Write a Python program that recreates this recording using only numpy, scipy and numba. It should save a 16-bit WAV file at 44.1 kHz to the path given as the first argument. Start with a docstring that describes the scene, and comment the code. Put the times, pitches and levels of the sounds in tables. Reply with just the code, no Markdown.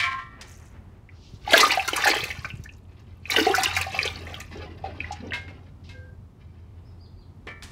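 """Live fish thrash twice in an aluminium pot of water as a hand gropes for them. Surges and slaps throw
up spray and clouds of bubbles, each bubble a damped oscillator, and the pot's belly resonates with them;
then the water laps and drips. A steel bowl in the other hand and the pot's rim ring in their natural
modes when knocked and sing when rubbed. Bangles slide, a sleeve brushes and the yard's walls reflect
these sounds, while a small bird calls and a far motor hums."""
import sys
import numpy as np
from scipy import signal
from scipy.fft import rfft, irfft
from scipy.io import wavfile
from scipy.ndimage import uniform_filter1d
from numba import njit

SR = 44100
rng = np.random.default_rng(int(sys.argv[2]) if len(sys.argv) > 2 else 0)


def log_audio(samples):
    """Write samples as a 16-bit WAV file to the path given in sys.argv[1]."""
    # one column per channel
    frames = np.atleast_2d(samples).T
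    # limit to full scale, then quantise
    limited = np.clip(frames, -1, 1)
    pcm = np.round(limited * 32767).astype(np.int16)
    wavfile.write(sys.argv[1], SR, pcm)


N = 340421
TIME = np.arange(N) / SR
TOP_HZ = 15700  # highest starting pitch of a bubble, and the recorder's cutoff

# Surges of the fish. Each row: time of full strength and hold in seconds, fizz level in dB,
# slosh in dB relative to the fizz.
SURGES = [(1.527, .1, -21, -10), (1.96, 0.071, -29, -17.5), (2.075, 0.031, -26.5, -3.5),
          (3.329, 0.11, -29, -12.5), (3.572, 0.047, -28.5, -10), (3.746, 0.017, -34.5, -16.5),
          (3.939, 0.099, -37, -8.5), (4.272, 0.057, -47.5, -1.5)]
# Slaps of fish and hand. Each row: start in seconds, level in dB, depth from 0 glancing to 1 plunging.
SLAPS = [(1.5317, -15, 0.96), (1.5713, -14, .55), (1.6032, -15, .5), (1.6735, -25.5, .5), (1.7157, -25, .6),
         (1.8769, -15.5, .55), (1.9315, -27.5, 0.91), (1.9608, -25.5, 0.13), (2.0446, -19.5, .6),
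         (2.0723, -19.5, 0.1), (2.237, -30.5, 0.52), (2.2996, -48, 0.89), (2.445, -41, 0.95),
         (2.637, -45, 0.18), (3.3033, -29, 0), (3.36, -17, .75), (3.384, -25.5, .95), (3.548, -26, .1),
         (3.6334, -23.5, 0), (3.7635, -20, 0.27), (3.81, -26, 0.59), (4.0524, -24, .6), (4.342, -51, .6),
         (4.4008, -37.5, .1)]
# The largest bubbles and drips. Each row: start in seconds, pitch in Hz, level in dB.
BUBBLES = [(1.09, 2150, -29), (1.476, 825, -15.5), (1.538, 637, -2), (1.541, 1560, 6), (1.563, 448, -9),
           (1.63, 1210, -0.5), (1.707, 2390, -1), (1.773, 723, -9.5), (1.796, 2560, -5),
           (1.883, 1330, -10.5), (1.933, 2800, -7), (2.039, 1680, -3.5), (2.057, 798, -7), (2.069, 1595, 0),
           (2.114, 2230, -6.5), (2.304, 2110, -10.5), (2.446, 1410, -9.5), (2.448, 2240, -12.5),
           (2.503, 2620, -16), (2.658, 1730, -27), (2.691, 2610, -26.5), (3.255, 2380, -19),
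           (3.299, 2130, -6.5), (3.363, 1950, 0), (3.364, 2820, -0.5), (3.383, 323, -12.5),
           (3.382, 410, -7), (3.383, 1750, -3), (3.411, 313, -10.5), (3.466, 425, -2), (3.468, 722, -10.5),
           (3.495, 754, -12.5), (3.498, 370, -12), (3.513, 3070, -10.5), (3.542, 1434, 1.5),
           (3.58, 713, -10.5), (3.658, 2620, -3.5), (3.766, 2246, -1), (3.766, 730, -19.5),
           (3.813, 2250, -9), (3.866, 723, -18.5), (3.945, 748, -18), (3.99, 2320, -0.5), (4.03, 4470, -4),
           (4.077, 3290, -6), (4.158, 4350, -19.5), (4.269, 1980, -21), (4.343, 3070, -15),
           (4.84, 751, -18.5), (5.004, 2380, -10.5), (5.043, 1960, -17), (5.107, 797, -21),
           (5.308, 2830, -21), (5.321, 1820, -9.5)]
# Tail beats under water. Each row: start in seconds, level in dB.
TAIL_BEATS = [(1.336, -15.5), (2.229, -13), (2.385, -13), (2.45, -16), (2.537, -10), (2.595, -11.5)]
# Sweeps of the hand. 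Each row: start in seconds, wash level in dB, hiss in dB relative to the wash.
SWEEPS = [(2.879, -72, 7), (4.13, -46.5, -5.5), (4.508, -42.5, -3), (4.62, -60, -4.5), (4.836, -45, -3.5),
          (4.999, -61, 10.5), (5.194, -43, -21), (5.422, -56.5, -7), (6.381, -84.5, 14)]
# Resonances of the pot's air and wall. Each row: frequency in Hz, 60 dB decay time (t60) in seconds,
# gain at resonance in dB over the direct sound.
POT_MODES = [(323, 0.068, -7), (460, 0.15, -4), (779.5, 0.16, 12.5), (833.3, 0.088, 10), (1020, 0.39, -16),
             (1220, 0.17, 10.5), (1598, 0.16, 2), (1730, 0.19, -2), (2100, 0.44, -4), (2480, 0.43, -0.5),
             (2870, .25, -5), (2967, 0.23, -10.5)]
# Modes of the steel bowl and the pot's rim. Each row: frequency in Hz, level in dB, t60 in seconds.
BOWL_MODES = [(707, -12, .6), (1070, 2.5, 0.17), (1125, -6.5, 1), (1180, -6.5, 0.99), (1348, -4, 0.89),
              (1598, -12, 0.77), (1715, -8, 0.86), (1778, 3.5, 0.56), (1853, -4, 0.97), (1961, -5, 0.89),
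              (2010, 2, 0.46), (2123, 2.5, 0.51), (2273, -2, 0.53), (2308, 8, 0.46), (2445, 5, 0.24),
              (2870, -11, 0.35), (2929, -17, 0.3), (2970, -4, 0.44), (3160, -3, 0.32), (3170, -1, 0.24),
              (3560, -11.5, 0.17), (3924, -6, 0.5), (4420, -21, .25), (5270, 5, .22)]
RIM_MODES = [(967, 4.5, 0.26), (1056, -29, 0.15), (1610, 8, .3), (1974, -1.5, 0.37), (2140, 11, 0.35),
             (2120, 4, 0.27), (2510, -27, 0.253), (2610, 13.5, 0.14), (3270, -15.5, 0.33),
             (3920, 2.5, 0.29), (3770, 6, 0.2)]
# Scrapes and knocks on the bowl; bumps of wrist and bowl on the rim. Each row: start in seconds, ring
# and clatter levels in dB, contact time in seconds, lower band edge and brightness in Hz.
BOWL_KNOCKS = [(0.0, -32, -23, 0.12, 1430, 3840), (.041, -41, -22.5, 0.004, 1520, 3480),
               (.411, -63.5, -41.5, 0.1, 1680, 5960), (7.467, -72.5, -38.5, 0.065, 260, 613),
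               (7.47, -49, -42.5, 0.14, 906, 2830), (7.623, -64.5, -37.5, 0.08, 750, 4200),
               (7.632, -81, -38.5, 0.045, 2610, 8600)]
RIM_KNOCKS = [(5.334, -41, -40.5, 0.016, 1340, 3750), (5.48, -62, -57, 0.077, 1207, 2820),
              (5.89, -59, -60, 0.43, 1290, 4440)]
# Tones of the bowl dragging on the floor and of the rim under the wet arm.
# Each row: frequency in Hz, level in dB.
BOWL_SONG = [(1057, -27), (1110, -40), (1597, -36.5)]
RIM_SONG = [(505, -52.5), (1585, -47.5)]
# Bangles sliding along the arm. Each row: start in seconds, level in dB, rise time in seconds.
BANGLE_SLIDES = [(.468, -54, 0.031), (.65, -63.5, .012), (1.28, -71, .04)]
# Sleeve and arm brushing dress and rim, and one short sharp hiss of spray at 5.12 s. Each row: start in
# seconds, level in dB, rise time in seconds, lower and upper band edges in Hz.
BRUSHES = [(0.299, -58.5, 0.14, 400.5, 2230), (1.1, -64, .16, 2597, 5700), (5.119, -42, 0.0048, 2500, 6940),
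           (5.838, -55, 0.026, 2140, 5170)]
# Bird calls. Each row: start in seconds, top pitch in Hz, level in dB.
CHIRPS = [(6.835, 5440, -68.5), (6.985, 4964, -57), (7.15, 4800, -65.5)]
# The course of the motor's hum. Each row: time in seconds, level in dB.
HUM_LEVELS = [(0.0, -48), (0.08, -58), (2.64, -46), (2.69, -52), (3.87, -38.5), (7.72, -49)]
# Spectral shapes of the water, the bangles and the yard's air. Each row: frequency in Hz, gain in dB.
FIZZ_COLOUR = [(500, -17.5), (900, -9.5), (1400, -9), (2300, 2.5), (3200, -4), (4500, -0.5), (6000, -5.5),
               (9000, -38)]
SLOSH_COLOUR = [(120, -23), (230, -12), (320, -1.5), (480, 3.5), (750, 1.5), (950, -5.5), (1400, -33)]
SPRAY_COLOUR = [(2500, -18.5), (4500, -12), (6000, -1), (8000, -3.5), (11000, -4.5), (15500, -4)]
BANGLE_COLOUR = [(1000, -10.5), (2500, -6), (4000, -12.5), (6200, 5.5), (8500, 0.5), (11000, -2.5),
                 (15500, -2)]
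AIR_COLOUR = [(15, -39.5), (25, -7), (55, -7.5), (75, -6.5), (91, -4), (173, -19), (198, -15), (322, -24),
              (368, -22), (509, -31), (919, -32.5), (1270, -37.5), (1530, -42.5), (3170, -49),
              (15500, -63.5)]
WASH_COLOUR = [(130, -8), (250, 1.5), (550, 2), (800, -4.5), (1500, -5.5)]
HISS_COLOUR = [(900, -1), (2400, 9), (3600, 5), (5200, 4.5), (7000, -11), (13000, -13)]


def water(drive):
    """Air entrainment: agitation drives three sizes of bubble, heard as fizz, deep slosh and fine spray."""
    fizz = colour(cloud(852, 6630, cycles=11.4, spread_db=5.5, rise=0.052, count=15000), FIZZ_COLOUR)
    slosh = colour(cloud(200, 1100, cycles=6.4, spread_db=8.5, rise=0.15, count=3000), SLOSH_COLOUR)
    spray = colour(cloud(4000, 15500, cycles=9, spread_db=7, rise=0.09, count=36000), SPRAY_COLOUR)
    # water tears and closes in uneven spurts
    return sum(row * unit(grains * undb(2 * walk(190)))
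               for row, grains in zip(drive, (fizz, slosh, spray)))


def surges():
    """Incoherent addition: surges rise, hold, settle and sum in power as fizz, slosh and spray drive."""
    rise_db_per_s, settle_db_per_s, spray_db = 416.5, (78.5, 130.5, 68.5), -13.5
    power = np.zeros((3, N))
    for s, hold, db, slosh_db in SURGES:
        early, late = np.maximum(s - TIME, 0), np.maximum(TIME - s - hold, 0)
        for row, share_db, settle in zip(power, (0, slosh_db, spray_db), settle_db_per_s):
            row += undb(db + share_db - rise_db_per_s * early - settle * late) ** 2
    return np.sqrt(power)


def slaps(t60):
    """Impulsive excitation: a glancing slap drives a burst of spray, a plunging one a burst of slosh."""
    glancing_db, plunging_db = (-2.5, -37, 0.5), (-3, 0.5, -15)  # fizz, slosh, spray
    drive, t = np.zeros((3, N)), TIME[:SR // 2]
    burst = fade(t, t60) * (1 - np.exp(-t / 0.00011))
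    for s, db, depth in SLAPS:
        for row, glancing, plunging in zip(drive, glancing_db, plunging_db):
            add(row, s, undb(db + glancing + depth * (plunging - glancing)) * burst)
    return drive


@njit
def ring_bubbles(starts, hz, cycles, sizes, rise, swell_cycles):
    """Damped oscillation: a bubble swells, falls 60 dB over its cycles and rises in pitch as it surfaces."""
    out = np.zeros(N)
    for k in range(len(starts)):
        first, length, phase = int(starts[k] * SR), cycles[k] / hz[k] * SR, 0.
        for i in range(min(int(length), N - first)):
            age = i / length
            phase += hz[k] * (1 + rise * age) / SR
            envelope = np.exp(-6.9 * age) * (1 - np.exp(-phase / swell_cycles))
            out[first + i] += sizes[k] * envelope * np.sin(2 * np.pi * phase)
    return out


def cloud(low_hz, high_hz, cycles, spread_db, rise, count):
    """Superposition: many brief rings of random pitch, size and life merge into a noise of even level."""
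    when, pitch, size, life = rng.random((count, 4)).T
    hz = low_hz * (min(high_hz, TOP_HZ) / low_hz) ** pitch
    sizes = undb(-spread_db * np.log(1 - .98 * size))
    x = ring_bubbles(when * N / SR, hz, cycles * (.5 + life), sizes, float(rise), swell_cycles=.7)
    return x / np.sqrt(uniform_filter1d(x ** 2, size=1100) + 1e-9)


def plops(cycles, rise):
    """Constant Q: bubbles from fins, fingers and drops ring for equal cycles, so big ones last longer."""
    s, hz, db = np.array(BUBBLES, float).T.copy()
    return ring_bubbles(s, hz, np.full(len(s), cycles), undb(db), rise, swell_cycles=1.4)


def strays(strength, low_hz, high_hz, cycles, top_db, range_db, rise, count):
    """Shot noise: lone bubbles or drops come at random, as strong as the water is busy; few are loud."""
    when, pitch, size = rng.random((count, 3)).T
    hz = low_hz * (min(high_hz, TOP_HZ) / low_hz) ** pitch
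    sizes = strength[(when * N).astype(int)] * undb(top_db - range_db * np.sqrt(size))
    return ring_bubbles(when * N / SR, hz, np.full(count, float(cycles)), sizes, rise, swell_cycles=.9)


def drops(stirred, drain_s):
    """Exponential relaxation: thrown water drains off wall and arm, ticking back after each surge."""
    keep = np.exp(-1 / (drain_s * SR))
    wet = signal.lfilter([1 - keep], [1, -keep], stirred)
    return strays(wet, 3000, 14000, cycles=9, top_db=5.5, range_db=22.5, rise=.05, count=700)


def tail_beats(hz, cycles, sag):
    """Heavy damping: each tail beat under water is a dull throb of a few cycles, sagging in pitch."""
    s, db = np.array(TAIL_BEATS, float).T.copy()
    each = np.ones(len(s))
    return ring_bubbles(s, hz * each, cycles * each, undb(db), -sag, swell_cycles=.7)


def sweeps():
    """Displacement and friction: the hand pushes a low wash aside, and skin hisses along the wall."""
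    wash = unit(colour(cloud(139, 1540, cycles=8.9, spread_db=5, rise=0.29, count=5000), WASH_COLOUR))
    hiss = colour(cloud(830, 13000, cycles=8.1, spread_db=1, rise=0, count=50000), HISS_COLOUR)
    hiss = unit(hiss * undb(3.5 * walk(70)))  # fingers catch and slip
    # small bubbles slip out
    hiss += strays(np.ones(N), 1200, 6000, cycles=20, top_db=17, range_db=21.5, rise=.12, count=380)
    out = np.zeros(N)
    for s, db, hiss_db in SWEEPS:
        rise_s = 0.036 * 2 ** ((-37.5 - db) / 28)  # a sweep 28 dB gentler rises twice as slowly
        out += undb(db) * swell(s, rise_s) * (wash + undb(hiss_db) * hiss)
    return out


def pot(x, belly_t60, belly_db):
    """Cavity resonance: the pot rings with the water; its quick echoes shift as the surface heaves."""
    t = TIME[:SR // 2]
    ringing = sum(undb(db) * 2 * np.log(1000) / (t60 * SR) * fade(t, t60) * np.sin(2 * np.pi * hz * t)
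                  for hz, t60, db in POT_MODES)
    out = x + through(x, ringing)
    weights = np.array([walk(22) for _ in range(5)])
    for weight in weights / np.linalg.norm(weights, axis=0):
        echoes = band(rng.standard_normal(len(t)), 600, 7500, order=1) * fade(t, belly_t60) * (t > .001)
        out += undb(belly_db) * through(x * weight, unit(echoes) / np.sqrt(len(t)))
    return undb(-2) * out


def knocks(contacts, modes, shimmer_db, shimmer_t60):
    """Free vibration: after a run of tiny impacts, strong modes ring on over a shimmer of weak ones."""
    out, t = np.zeros(N), TIME[:SR]
    for s, ring_db, clatter_db, contact_s, low_hz, bright_hz in contacts:
        impacts = rng.standard_normal(SR) * undb(2.5 * rng.standard_normal(SR // 60 + 1).repeat(60)[:SR])
        envelope = fade(t, contact_s) + undb(shimmer_db) * fade(t, shimmer_t60)
        clatter = unit(band(impacts, low_hz, bright_hz)) * envelope
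        ring = np.zeros(SR)
        for hz, db, t60 in modes:
            gain = undb(db) / np.hypot(1, (hz / bright_hz) ** 4)  # soft contact leaves high modes quiet
            detuned_hz = hz * (1 + 0.00077 * rng.standard_normal())
            ring += gain * fade(t, t60) * np.sin(2 * np.pi * (detuned_hz * t + rng.random()))
        build_up = 1 - fade(t, 0.097 * contact_s)  # long contact builds the ring slowly
        add(out, s, undb(ring_db) * ring * build_up + undb(clatter_db) * clatter)
    return out


def song(modes, start, peak, end):
    """Frictional excitation: rubbing swells a few modes unsteadily and lets them die."""
    envelope = np.interp(TIME, [start, peak, end], [0, 1, 0]) * undb(2 * walk(70))
    return envelope * sum(undb(db) * tone(hz * (1 + 0.0057 * walk(90))) for hz, db in modes)


def bangles():
    """Sliding friction: tiny rings merge into a faint bright grating as the arm reaches across."""
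    grains = cloud(1500, TOP_HZ, cycles=14, spread_db=1, rise=0, count=16000)
    envelope = sum(undb(db) * swell(s, rise_s) for s, db, rise_s in BANGLE_SLIDES)
    return unit(colour(grains, BANGLE_COLOUR)) * envelope


def brushes(rough_db):
    """Friction noise: sleeve and arm rub softly and unevenly as the body leans; a brief hiss of spray is shaped
    the same way."""
    return sum(undb(db + rough_db * walk(29)) * swell(s, rise_s)
               * unit(band(rng.standard_normal(N), low_hz, high_hz, order=3))
               for s, db, rise_s, low_hz, high_hz in BRUSHES)


def walls(x, t60, wet_db):
    """Reverberation: house front and brick wall return a thin, duller tail."""
    t = TIME[:SR]
    tail = band(rng.standard_normal(SR), 240, 4100, order=1) * fade(t, t60) * (t > .008)
    return x + undb(wet_db) * through(x, unit(tail) / np.sqrt(SR))


def bird(call_s, echo_t60):
    """Scattering: each call arches up and drops away, arriving mostly as echo from the leaves."""
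    calls, age = np.zeros(N), np.linspace(0, 1, int(call_s * SR))
    arch = np.interp(age, [0, .25, .45, .65, 1], [.85, .96, 1, .93, .6])
    envelope = np.sqrt(np.sin(np.pi * age).clip(0))
    for s, hz, db in CHIRPS:
        add(calls, s, undb(db) * envelope * tone(hz * arch))
    echo = unit(rng.standard_normal(SR) * fade(TIME[:SR], echo_t60)) / np.sqrt(SR)
    return undb(-18) * calls + undb(-0.5) * through(calls * undb(4.5 * walk(360)), echo)


def motor(hz):
    """Random modulation: a far motor's hum wavers in pitch and level over a low rumble."""
    hum = tone(hz * (1 + 0.02594 * walk(6.8))) * undb(1 + 2 * walk(14))
    rumble = undb(-7) * unit(band(rng.standard_normal(N), 60, 150))
    times, db = np.transpose(HUM_LEVELS)
    return (hum + rumble) * undb(np.interp(TIME, times, db))


def yard_air(db):
    """Ambient noise: the yard's soft air, strongest in the bass; db sets its level above 200 Hz."""
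    air = colour(rng.standard_normal(N), AIR_COLOUR)
    return air * undb(db + .8 * walk(4)) / np.std(band(air, 200, 15000, order=4))


def undb(db):
    """The decibel scale: 20 dB is a factor of ten in amplitude."""
    return 10 ** (np.asarray(db) / 20)


def unit(x):
    """Normalisation to an rms of 1."""
    return x / np.sqrt(np.mean(x ** 2) + 1e-18)


def tone(hz):
    """Phase as the integral of frequency: a sine that follows a changing pitch."""
    return np.sin(2 * np.pi * np.cumsum(hz) / SR)


def fade(t, t60):
    """Exponential decay, 60 dB down after t60."""
    return np.exp(-np.log(1000) * t / max(t60, 1e-4))


def swell(s, rise_s):
    """Growth and decay: a push starts at s, peaks after rise_s and ebbs away."""
    age = np.maximum(TIME - s, 0) / rise_s
    return np.sqrt(age * np.exp(1 - age))


def walk(rate):
    """Low-pass noise: a smooth wander of rms 1, with rate new values a second."""
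    hold = int(SR / rate)
    steps = np.repeat(rng.standard_normal(N // hold + 1), hold)
    return unit(uniform_filter1d(uniform_filter1d(steps, hold), hold)[:N])


def add(out, s, x):
    """Superposition of x on out from time s."""
    i = int(np.clip(s * SR, 0, N - 1))
    out[i:i + len(x)] += x[:N - i]


def through(x, response):
    """Convolution with an impulse response."""
    return signal.oaconvolve(x, response)[:len(x)]


def band(x, low_hz, high_hz, order=2):
    """Band-pass filtering."""
    return signal.sosfilt(signal.butter(order, [low_hz, high_hz], "band", fs=SR, output="sos"), x)


def colour(x, points):
    """Minimum-phase filtering: folding the cepstrum gives a causal response with this (Hz, dB) shape."""
    hz, db = np.transpose(points)
    size = 4096
    grid = np.maximum(np.arange(size // 2 + 1) * SR / size, 1)
    gain = undb(np.interp(np.log(grid), np.log(hz), db))
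    cepstrum = irfft(np.log(gain))
    cepstrum[1:size // 2] *= 2
    cepstrum[size // 2 + 1:] = 0
    return through(x, irfft(np.exp(rfft(cepstrum))))


def scene():
    """Source and filter: the water sounds through the pot, and all near sounds reflect off the walls."""
    stir = surges()
    bubbles = plops(cycles=22.6, rise=0.16)
    bubbles += strays(stir[0], 1000, 4800, cycles=46, top_db=18.5, range_db=16, rise=.13, count=420)
    in_pot = water(stir + slaps(t60=0.064)) + bubbles + drops(stir[0], drain_s=0.49) + sweeps()
    fish = pot(in_pot, belly_t60=0.03, belly_db=-3) + tail_beats(hz=116, cycles=3.2, sag=0.15)
    bowl = knocks(BOWL_KNOCKS, BOWL_MODES, shimmer_db=-13.5, shimmer_t60=0.51)
    bowl *= undb(2 * walk(70))  # the bowl swings in the hand, so its ring flutters
    bowl += song(BOWL_SONG, start=0.013, peak=0.094, end=.25)
    rim = knocks(RIM_KNOCKS, RIM_MODES, shimmer_db=8.5, shimmer_t60=0.24)
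    rim += song(RIM_SONG, start=5.88, peak=5.99, end=6.16)
    near = walls(fish + bowl + rim + bangles() + brushes(rough_db=3.9), t60=0.26, wet_db=-17.5)
    far = bird(call_s=.085, echo_t60=0.37) + motor(hz=86) + yard_air(db=-57)
    return (near + far)[None]


def record(dry):
    """Band limiting and saturation: the recorder drops deep rumble, rounds peaks and cuts the top."""
    x = signal.sosfilt(signal.butter(4, 35, "high", fs=SR, output="sos"), dry)
    return signal.sosfilt(signal.ellip(10, .2, 80, TOP_HZ, fs=SR, output="sos"), np.tanh(x))


dry = scene()
out = record(dry)
log_audio(out)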